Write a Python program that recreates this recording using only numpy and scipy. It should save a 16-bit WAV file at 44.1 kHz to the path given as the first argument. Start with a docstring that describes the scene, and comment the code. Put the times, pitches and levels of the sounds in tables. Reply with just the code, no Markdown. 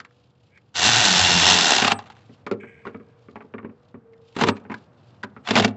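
"""A cordless ratchet runs a bolt down in an engine bay, close to the microphone: its pawl bites and
skips back on every crank stroke, ringing the steel head, and labours to a stall. A plastic engine
cover is knocked and slid into place, then two bolts in it are snugged in short bursts that make it
drum; between them the socket clinks from one to the next. The bay adds dense, short echoes, and
behind it all lies a quiet garage with a faint wavering hum."""
import sys
import numpy as np
from scipy import signal
from scipy.fft import rfft, irfft, next_fast_len
from scipy.io import wavfile
from scipy.ndimage import uniform_filter1d

SR = 44100
rng = np.random.default_rng(int(sys.argv[2]) if len(sys.argv) > 2 else 0)


def unload_audio(sound):
    """Save the sound as a 16-bit wav file, at the path given as the first command line argument."""
    columns = np.transpose(np.atleast_2d(sound))
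    # keep every value between -1 and 1, then stretch to whole-number steps
    steps = np.round(np.clip(columns, -1, 1) * 32767)
    wavfile.write(sys.argv[1], SR, steps.astype(np.int16))


N = 254236
T = np.arange(N) / SR

# Speed of the free run. Each row: time in seconds, crank strokes per second.
STROKE_RATE = [(0.74, 65.8), (0.849, 93.6), (0.89, 116.7), (0.98, 113.4), (1.087, 92.0), (1.413, 85.4),
               (1.502, 93.1), (1.667, 84.1), (1.8, 53.5), (1.83, 41), (1.888, 28)]
# The pawl's two bites, then three skips. Each row: offset as a fraction of a stroke, gain in dB.
PAWL_CLICKS = [(-.07, -8), (.02, -10), (.15, -4.5), (.43, -10), (0.72, -7)]
# The pawl bites harder for a moment. Each row: centre in seconds, half length in seconds, boost in dB.
PAWL_SURGES = [(0.867, 0.022, 4), (1.059, 0.018, 2.5), (1.496, 0.037, 4.5)]
# The shaken bracket. Each row: time in seconds, level in dB at the stroke rate and at twice that rate.
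BRACKET_THRUM = [(.76, -44.5, -43), (.87, -31, -26.5), (.92, -37.5, -50), (.98, -32.5, -49),
                 (1.07, -43, -29.5), (1.12, -45, -22.5), (1.17, -47.5, -24), (1.215, -29, -33),
                 (1.29, -38, -30.5), (1.37, -34.5, -20.5), (1.46, -35.5, -37), (1.52, -37, -25.5),
                 (1.62, -52, -30), (1.75, -63, -53.5)]
# The motor strains against a tight bolt. Each row: start of the strain and trigger release in seconds,
# drum and ring pitch in Hz, tick and gears in dB against the clack, level the whistle rises towards
# in dB, coasting t60 in seconds.
STRAINS = [(1.782, 1.984, 190, 788, -1.5, -3.5, -45, 1), (4.34, 4.547, 252, 915, -5.5, -6.5, -58, 0.31),
           (5.391, 5.698, 223, 683, -2.5, -10, -78, 0.06)]
# Drive strokes against a tight bolt. Each row: start in seconds, clack level in dB, thud level in dB.
DRIVE_BLOWS = [(1.783, -23, -34), (1.821, -19.5, -22.5), (1.846, -17.5, -26.5), (1.877, -17, -28),
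               (1.917, -16.5, -26), (4.364, -32, -27), (4.386, -32, -28), (4.411, -19.5, -23.5),
               (4.419, -25.5, -18.5), (4.4356, -18.5, -16.5), (4.473, -36, -21), (4.485, -17.5, -15),
               (5.472, -29, -46), (5.486, -26.5, -34), (5.507, -19.5, -18.5), (5.554, -18.5, -20.5),
               (5.563, -17.5, -22), (5.573, -16.5, -21.5), (5.584, -19.5, -17), (5.597, -17, -18.5),
               (5.622, -24.5, -26.5), (5.645, -16.5, -18.5), (5.677, -35.5, -36), (5.686, -45, -33)]
# The cover bumps on its seats. Each row: start in seconds, clack level in dB, thud in dB before its
# trim, drum and ring pitch of the struck spot in Hz.
COVER_KNOCKS = [(2.294, -59.5, -40, 227, 820), (2.465, -32, -29.5, 397, 1210),
                (2.512, -31, -16.5, 402, 1310), (2.53, -45, -39, 420, 1060), (2.547, -71, -32.5, 427, 900),
                (2.633, -43.5, -34, 332, 1590), (2.852, -36.5, -36.5, 382, 1115),
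                (2.868, -34.5, -29.5, 380, 1420), (2.89, -49, -40, 282, 1093),
                (2.945, -42.5, -32, 248, 1280), (2.998, -55.5, -40, 283, 1120),
                (3.285, -50.5, -37.5, 277, 1217), (3.357, -37.5, -35.5, 283, 835),
                (3.405, -45, -40.5, 490, 1180), (3.445, -58, -41, 300, 900), (3.538, -40, -30, 265, 1180),
                (3.581, -40.5, -36, 284, 1130), (3.628, -53, -38, 230, 900),
                (3.646, -42.5, -26.5, 247, 1050), (3.693, -55, -40.5, 302, 1108),
                (3.942, -50, -33.5, 193, 1168), (4.651, -47.5, -38.5, 229.7, 822),
                (4.698, -36.5, -26.5, 228, 892), (4.705, -38.5, -29, 242, 880),
                (4.716, -34, -32.5, 231, 887), (5.364, -42, -38, 218, 1280)]
# Bolts and tool touch metal. Each row: start in seconds, clack level in dB, ring pitch in Hz.
METAL_CLINKS = [(.001, -38, 1460), (0.048, -46, 1610), (.107, -63, 1250), (4.133, -61, 2090),
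                (.574, -53.5, 2140), (1.989, -34.5, 920), (2.1, -41.5, 795), (4.566, -46.5, 2420),
                (5.23, -40, 1530)]
# The socket leaves one bolt and meets the next. Each row: start in seconds, ring, clack and thud in dB.
SOCKET_SEATINGS = [(4.741, -33.5, -40.5, -58.5), (5.235, -28.5, -35, -35.5)]
# Parts slide home. Each row: peak, rise and t60 in seconds, level in dB, favoured pitch in Hz.
PART_SLIDES = [(0.574, 0.05, 0.083, -58, 2250), (2.602, 0.002, 0.17, -46, 2330),
               (2.70, 0.061, 1, -51.5, 1730)]

# Resonances of the steel head, the extension bar and rubbed plastic.
# Each row: frequency in Hz, filter width in Hz, gain in dB.
HEAD_MODES = [(726, 140, 0), (930, 200, -2.5), (1464, 160, 1.5), (1867, 200, -0.5), (2754, 110, 5),
              (3480, 140, -1.5), (3930, 580, -6), (5900, 120, -4.5), (6070, 90, -3.5)]
BAR_MODES = [(2740, 22, 4.5), (2810, 18, 3), (3466, 30, -2), (3657, 45, -4), (5425, 110, -5.5)]
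RUB_MODES = [(1626, 100, 6.5), (2030, 400, -4.5), (2230, 370, 4), (2840, 290, -7.5)]
# Modes of the struck cover and socket. Each row: frequency in Hz, gain in dB, nominal t60 in seconds.
COVER_MODES = [(104, -9.5, 0.32), (185.4, -3, 0.13), (222.3, 1.5, 0.098), (270, -7, 0.18),
               (357.2, -3.5, 0.1), (415.2, 0, 0.12), (461, -8, 0.19), (566.5, -7, 0.13), (672, -15, 0.16)]
SOCKET_MODES = [(989, -3.5, 0.074), (1480, 5.5, 0.021), (1638, 1.5, 0.038), (2020, -4.5, 0.024)]
# Tone colour of each sound at the microphone. Each row: frequency in Hz, gain in dB.
CHATTER_EQ = [(120, -11), (260, 7.5), (430, 4.5), (600, 1), (740, 6.5), (1200, -1.5), (1700, -0.5),
              (2150, -4.5), (2800, -0.5), (3700, 1), (4700, -2), (7600, -5.5), (8200, -27.5), (9000, -45.5)]
GEAR_EQ = [(200, -21.5), (750, 10), (1400, 7), (3600, 2.5), (5200, -7.5), (7600, -10.5), (8800, -52.5)]
CLACK_EQ = [(120, -25), (300, -35), (550, 0), (700, 4.5), (950, 5), (1200, 5), (1550, 3.5), (2300, 1.5),
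            (3500, -19), (6000, -46.5)]
TICK_EQ = [(1800, -7), (2700, 6.5), (3600, 4), (4800, 1), (6000, -7), (7500, -8), (8800, -49.5)]
RUMBLE_EQ = [(30, -34), (70, -7.5), (115, 6), (170, -5), (280, -9.5), (500, -16), (980, -33), (3000, -41.5),
             (7800, -51.5), (9000, -72.5)]
HISS_EQ = [(200, -18.5), (550, 3.5), (1300, -3.5), (3000, -24), (9000, -45.5)]

# Room tone of the garage. Each row: time in seconds, levels of rumble, hiss and hum in dB.
ROOM_LEVELS = [(.1, -62, -70, -68), (.65, -58.5, -71, -76), (2.4, -55, -64, -67), (4.3, -58.5, -65.5, -66),
               (4.8, -54, -62, -70.5)]
# A faint tone swells and dies away. Each row: peak, rise and t60 in seconds, level in dB.
TONE_SWELLS = [(2.62, 0.061, 2.7, -52), (4.121, 0.079, 1.1, -50.5)]


def free_run(run_db=-17, labour_hz=66.3, bar_db=-28.5, mesh_db=-20):
    """The ratchet, close up: pawl clicks over gear noise ring the head and bar, slowing to a stall."""
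    rate, = curves(STROKE_RATE)
    start, stall = STROKE_RATE[0][0], STROKE_RATE[-1][0]
    running = (T > start) & (T < stall)
    strokes = np.cumsum(rate * running) / SR
    clicks = pawl(strokes, running)
    metal = steel_head(clicks + undb(mesh_db) * rng.standard_normal(N) * running, ring=0.67)
    metal = colour(engine_bay(metal, wet_db=-17.5, t60=0.58, treble_t60=0.01, split_hz=1200), CHATTER_EQ)
    bright, body = -butter(metal, 1500, "high"), butter(metal, 1300)
    speed_trim_db = -2.5 * np.log2(rate / np.mean(rate[running]))
    surge_db = sum(db * bell(s, half_s) for s, half_s, db in PAWL_SURGES)
    labour_db = -11.5 * np.maximum(np.log2(labour_hz / rate), 0)  # the chatter grows quieter as the labouring strokes slow
    chatter_db = run_db + speed_trim_db + surge_db + labour_db
    body_db = chatter_db - 16 + 6 * strokes / strokes[-1]  # the body rattle grows as the bolt goes home
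    layers = [(bright, chatter_db), (body, body_db), (extension_bar(clicks), bar_db)]
    rattle = sum(x / np.std(x[running]) * undb(db) for x, db in layers)
    thrum = bracket(strokes) * uniform_filter1d(1. * running, SR // 50)
    return build_up(start, rise_s=0.069) * (rattle + thrum)


def pawl(strokes, running, click_t60=0.0062, scatter_db=2.22, jitter=.025):
    """The pawl bites, then skips back over the teeth; under load the bites harden, the skips soften."""
    clicks, t = np.zeros(N), T[:SR // 40]
    last_bite = PAWL_CLICKS[1][0]
    for stroke in range(1, int(strokes[-1]) + 1):
        load = stroke / strokes[-1]
        for offset, db in PAWL_CLICKS:
            late, size = rng.standard_normal(2)
            click = rng.standard_normal(len(t)) * fade(t, click_t60)
            load_db = (-6 if offset > last_bite else 2.5) * load ** 2
            if stroke + offset < strokes[-1]:
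                s = np.interp(stroke + offset + jitter * late, strokes[running], T[running])
                add(clicks, s, undb(db + load_db + scatter_db * size) * click)
    return clicks


def steel_head(x, ring):
    """The ratchet head passes a click on and rings with it."""
    return x + ring * sum(undb(db) * resonate(x, hz, width) for hz, width, db in HEAD_MODES)


def extension_bar(clicks):
    """The bar sings as the bolt loads it, loudest near the middle of the run."""
    song = sum(undb(db) * resonate(resonate(clicks, hz, width), hz, 4 * width)
               for hz, width, db in BAR_MODES)
    return song * bell(1.4, half_s=0.32)


def bracket(strokes, wobble_rad=.55, waver_db=2.5):
    """The swinging yoke shakes the bracket unsteadily at the stroke rate and at twice that rate."""
    out = np.zeros(N)
    for harmonic, db in enumerate(curves(BRACKET_THRUM), 1):
        phase = 2 * np.pi * harmonic * strokes + wobble_rad * walk(70)
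        out += unit(np.sin(phase)) * undb(db + waver_db * walk(60))
    return out


def tightening(wind_up_s=0.023, choke_s=0.008):
    """Each stroke slams the pawl home and thuds the part being bolted, bracket or cover."""
    blows, effort = np.zeros((2, N))
    for start, stop, drum_hz, ring_hz, tick_db, gear_db, _, _ in STRAINS:
        for s, clack_db, thud_db in DRIVE_BLOWS:
            if start < s < stop:
                levels = [thud_db, clack_db, clack_db + tick_db]
                blow = strike(levels, drum_hz, ring_hz, ring=1.5, clack_t60=0.04, tick_t60=0.042,
                              push_s=0.0011, sustain=0.88, ring_width=107, rattle_db=1.5)
                add(blows, s, blow)
                # the gears wind up to the stroke and are choked by it
                wind_up = bell(s, np.where(T < s, wind_up_s, choke_s)) * build_up(start, rise_s=0.037)
                effort = np.maximum(effort, undb(clack_db + gear_db) * wind_up)
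    return blows + effort * gears(ticks_per_s=970, whirr=.72, scatter_db=2)


def gears(ticks_per_s, whirr, scatter_db, tick_s=0.0042):
    """Gear teeth and loose pawl tick irregularly over a steady whirr."""
    teeth = (rng.random(N) < ticks_per_s / SR) * undb(scatter_db * rng.standard_normal(N))
    contact = whirr + signal.lfilter([1], [1, -np.exp(-1 / (tick_s * SR))], teeth)
    return unit(colour(steel_head(rng.standard_normal(N) * contact, ring=.15), GEAR_EQ))


def coasting(level_db=-50, rise_s=0.0048, lag_s=0.0083):
    """Once the trigger is let go the ticking of the gears dies away."""
    envelope = sum(swell(stop + lag_s, rise_s, t60) for _, stop, *_, t60 in STRAINS)
    return undb(level_db) * envelope * gears(ticks_per_s=130, whirr=.25, scatter_db=3)


def whistle(hz=8060, rise_s=0.3):
    """The speed controller sings in the motor windings as they take load, until the trigger is let go."""
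    held = sum(undb(db) * build_up(start, rise_s) * (T < stop) for start, stop, *_, db, _ in STRAINS)
    return hum(hz, waver=0.0049, flutter_db=3.5) * uniform_filter1d(held, SR // 200)


def strike(levels_db, drum_hz, ring_hz, ring, clack_t60, tick_t60, push_s,
           sustain=0.92, ring_width=130, rattle_db=3):
    """One contact at three levels: a drumming thud, shaped by the spot hit, a clack and a steel tick."""
    t = T[:SR // 3]
    modes = [(hz, db + favour(hz, drum_hz), t60 * sustain) for hz, db, t60 in COVER_MODES]
    thud = ringing(modes, t, detune=0.031) * (1 - np.exp(-t / 0.0027))
    # the faces close over a moment and chatter on each other
    rattle = np.repeat(rng.standard_normal(len(t)), SR // 1000)[:len(t)]
    push = (1 - np.exp(-t / push_s)) * undb(rattle_db * rattle)
    clack = colour(rng.standard_normal(len(t)) * push * fade(t, clack_t60), CLACK_EQ)
    clack = clack + ring * resonate(clack, ring_hz, ring_width)
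    tick = rng.standard_normal(len(t)) * push * fade(t, tick_t60)
    tick = colour(steel_head(tick, ring=0.33), TICK_EQ)
    return sum(at_level(x, db) for x, db in zip([thud, clack, tick], levels_db))


def cover_knocks(thud_trim_db=-4.5, hard_knock_db=-33):
    """The plastic cover bumps on its seats; the harder the knock, the brighter it sounds."""
    out = np.zeros(N)
    for s, clack_db, thud_db, drum_hz, ring_hz in COVER_KNOCKS:
        tick_db = -49.5 + 3.3 * (clack_db - hard_knock_db)
        add(out, s, strike([thud_db + thud_trim_db, clack_db, tick_db], drum_hz, ring_hz,
                           ring=2.1, clack_t60=0.07, tick_t60=0.065, push_s=0.00021))
    return out


def clinks():
    """Bolts and tool touch metal lightly: mostly ring, little thud."""
    out = np.zeros(N)
    for s, db, ring_hz in METAL_CLINKS:
        add(out, s, strike([db - 16, db, db - 9], drum_hz=230.6, ring_hz=ring_hz, ring=7.7,
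                           clack_t60=0.043, tick_t60=0.04, push_s=0.0004, ring_width=480))
    return out


def socket():
    """The steel socket rings briefly as it leaves a bolt head or drops onto one."""
    out, t = np.zeros(N), T[:SR // 3]
    for s, ring_db, clack_db, thud_db in SOCKET_SEATINGS:
        add(out, s, at_level(ringing(SOCKET_MODES, t, detune=0.0036), ring_db))
        add(out, s, strike([thud_db, clack_db, clack_db - 7], drum_hz=203, ring_hz=1610,
                           ring=0.89, clack_t60=0.06, tick_t60=0.045, push_s=.0002))
    return out


def sliding(grain_db=3, hiss_db=-32):
    """Uneven rubbing excites the plastic's resonances as parts are shifted into their seats."""
    out = np.zeros(N)
    rub = rng.standard_normal(N) * undb(grain_db * walk(290))
    modes = [(hz, db, resonate(resonate(rub, hz, width), hz, width)) for hz, width, db in RUB_MODES]
    for s, rise_s, t60, level_db, spot_hz in PART_SLIDES:
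        body = sum(undb(db + favour(hz, spot_hz)) * mode for hz, db, mode in modes)
        out += unit(body + undb(hiss_db) * rub) * undb(level_db) * swell(s, rise_s, t60)
    return out


def gloves(level_db=-73, grain_db=4, drift_db=6.5):
    """Gloves rustle unevenly on the parts, faint even this close."""
    touch = undb(grain_db * walk(150) + drift_db * walk(9))
    return undb(level_db) * unit(colour(rng.standard_normal(N) * touch, TICK_EQ))


def engine_bay(x, wet_db, t60, treble_t60, split_hz):
    """Direct sound plus dense echoes off the nearby engine and raised bonnet; the treble dies first."""
    t = T[:SR // 3]
    noise = rng.standard_normal(len(t))
    low = butter(noise, split_hz) * fade(t, t60)
    high = butter(rng.standard_normal(len(t)), split_hz, "high") * fade(t, treble_t60)
    echoes = (low + high) * (t > .002) / np.linalg.norm(noise * fade(t, t60))
    return x + undb(wet_db) * signal.fftconvolve(x, echoes)[:N]


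def walls(x, wet_db=-22, t60=0.77, dull_hz=1000):
    """Farther off, the garage walls answer with a faint, dull tail."""
    tail = rng.standard_normal(SR) * fade(T[:SR], t60)
    tail = butter(tail / np.linalg.norm(tail), dull_hz)
    return undb(wet_db) * signal.fftconvolve(x, tail)[:N]


def garage(hum_hz=485, tone_hz=456):
    """Low rumble, soft hiss and a faint hum of the garage, and apart from them a lower tone that swells and
    dies away twice."""
    rumble_db, hiss_db, hum_db = curves(ROOM_LEVELS)
    rumble, hiss = (unit(colour(rng.standard_normal(N), eq)) for eq in (RUMBLE_EQ, HISS_EQ))
    air = undb(rumble_db) * rumble + undb(hiss_db) * hiss
    swells = sum(undb(db) * swell(s, rise_s, t60) for s, rise_s, t60, db in TONE_SWELLS)
    return air + undb(hum_db) * hum(hum_hz) + swells * hum(tone_hz)


def hum(hz, waver=0.0069, flutter_db=1.5):
    """A tone that wavers in pitch and level."""
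    phase = 2 * np.pi * np.cumsum(hz * (1 + waver * walk(40))) / SR
    return unit(np.sin(phase)) * undb(flutter_db * walk(37))


def ringing(modes, t, detune):
    """Struck modes, never tuned quite alike twice."""
    hz, db, t60 = np.transpose(modes)[:, :, None]
    mistune, polarity = rng.standard_normal((2, len(modes), 1))
    tones = np.sign(polarity) * np.sin(2 * np.pi * hz * (1 + detune * mistune) * t)
    return np.sum(undb(db) * tones * fade(t, t60), axis=0)


def favour(hz, spot_hz, db_per_octave=-6):
    """Gain in dB of a mode: weaker the farther it lies from the pitch the touched spot favours."""
    return db_per_octave * abs(np.log2(hz / spot_hz))


def resonate(x, hz, width):
    """One resonance, gain 1 at its centre."""
    return signal.lfilter(*signal.iirpeak(hz, hz / width, fs=SR), x)


def butter(x, hz, kind="low"):
    """Second-order low-pass or high-pass."""
    return signal.sosfilt(signal.butter(2, hz, kind, fs=SR, output="sos"), x)


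def colour(x, points):
    """Minimum-phase filter through (Hz, dB) points."""
    size = 2 * next_fast_len(len(x))
    hz, db = np.transpose(points)
    f = np.maximum(np.fft.rfftfreq(size, 1 / SR), 1)
    cepstrum = irfft(np.log(undb(np.interp(np.log(f), np.log(hz), db))))
    cepstrum[1:size // 2] *= 2
    cepstrum[size // 2 + 1:] = 0
    return irfft(rfft(x, size) * np.exp(rfft(cepstrum)))[:len(x)]


def build_up(start, rise_s):
    """An envelope that rises from 0 towards 1 after a moment."""
    return 1 - np.exp(-np.maximum(T - start, 0) / rise_s)


def bell(s, half_s):
    """A bell-shaped envelope around a moment."""
    return np.exp(-((T - s) / half_s) ** 2)


def swell(s, rise_s, t60):
    """An envelope that swells up to a moment and dies away after it."""
    return np.exp(-(np.maximum(s - T, 0) / rise_s) ** 2) * fade(np.maximum(T - s, 0), t60)


def fade(t, t60):
    """Exponential decay, 60 dB down after t60 seconds."""
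    return np.exp(-np.log(1000) * t / t60)


def walk(rate):
    """Random drift with a spread near 1 and `rate` turning points a second."""
    knots = rng.standard_normal(int(T[-1] * rate) + 2)
    return np.interp(T * rate, np.arange(len(knots)), knots)


def curves(table):
    """The columns of a table, joined by straight lines in time."""
    s, *columns = np.transpose(table)
    return [np.interp(T, s, column) for column in columns]


def undb(db):
    """Decibels to gain."""
    return 10 ** (np.asarray(db) / 20)


def unit(x):
    """Scale to rms 1."""
    return x / np.sqrt(np.mean(x ** 2) + 1e-18)


def at_level(x, db):
    """Set a hit by the level of its first 10 ms."""
    return x / np.std(x[:SR // 100]) * undb(db)


def add(out, s, sound):
    """Mix a sound in at s seconds."""
    i = max(int(s * SR), 0)
    out[i:i + len(sound)] += sound[:max(N - i, 0)]


def scene():
    """One microphone at the engine bay: tool and cover close up, the quiet garage behind."""
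    ratchet = free_run() + tightening() + coasting() + whistle()
    near = ratchet + cover_knocks() + clinks() + socket() + sliding() + gloves()
    in_bay = engine_bay(near, wet_db=-7.5, t60=0.25, treble_t60=0.016, split_hz=960)
    return (in_bay + walls(near) + garage())[None]


def record(dry, ceiling=.72, low_cut_hz=55, top_hz=8300):
    """The microphone rounds the highest peaks, thins the deep bass and cuts the top."""
    rounded = dry / (1 + (dry / ceiling) ** 4) ** .25
    thinned = butter(rounded, low_cut_hz, "high")
    return signal.sosfilt(signal.ellip(10, .2, 70, top_hz, fs=SR, output="sos"), thinned)


dry = scene()
out = record(dry)
unload_audio(out)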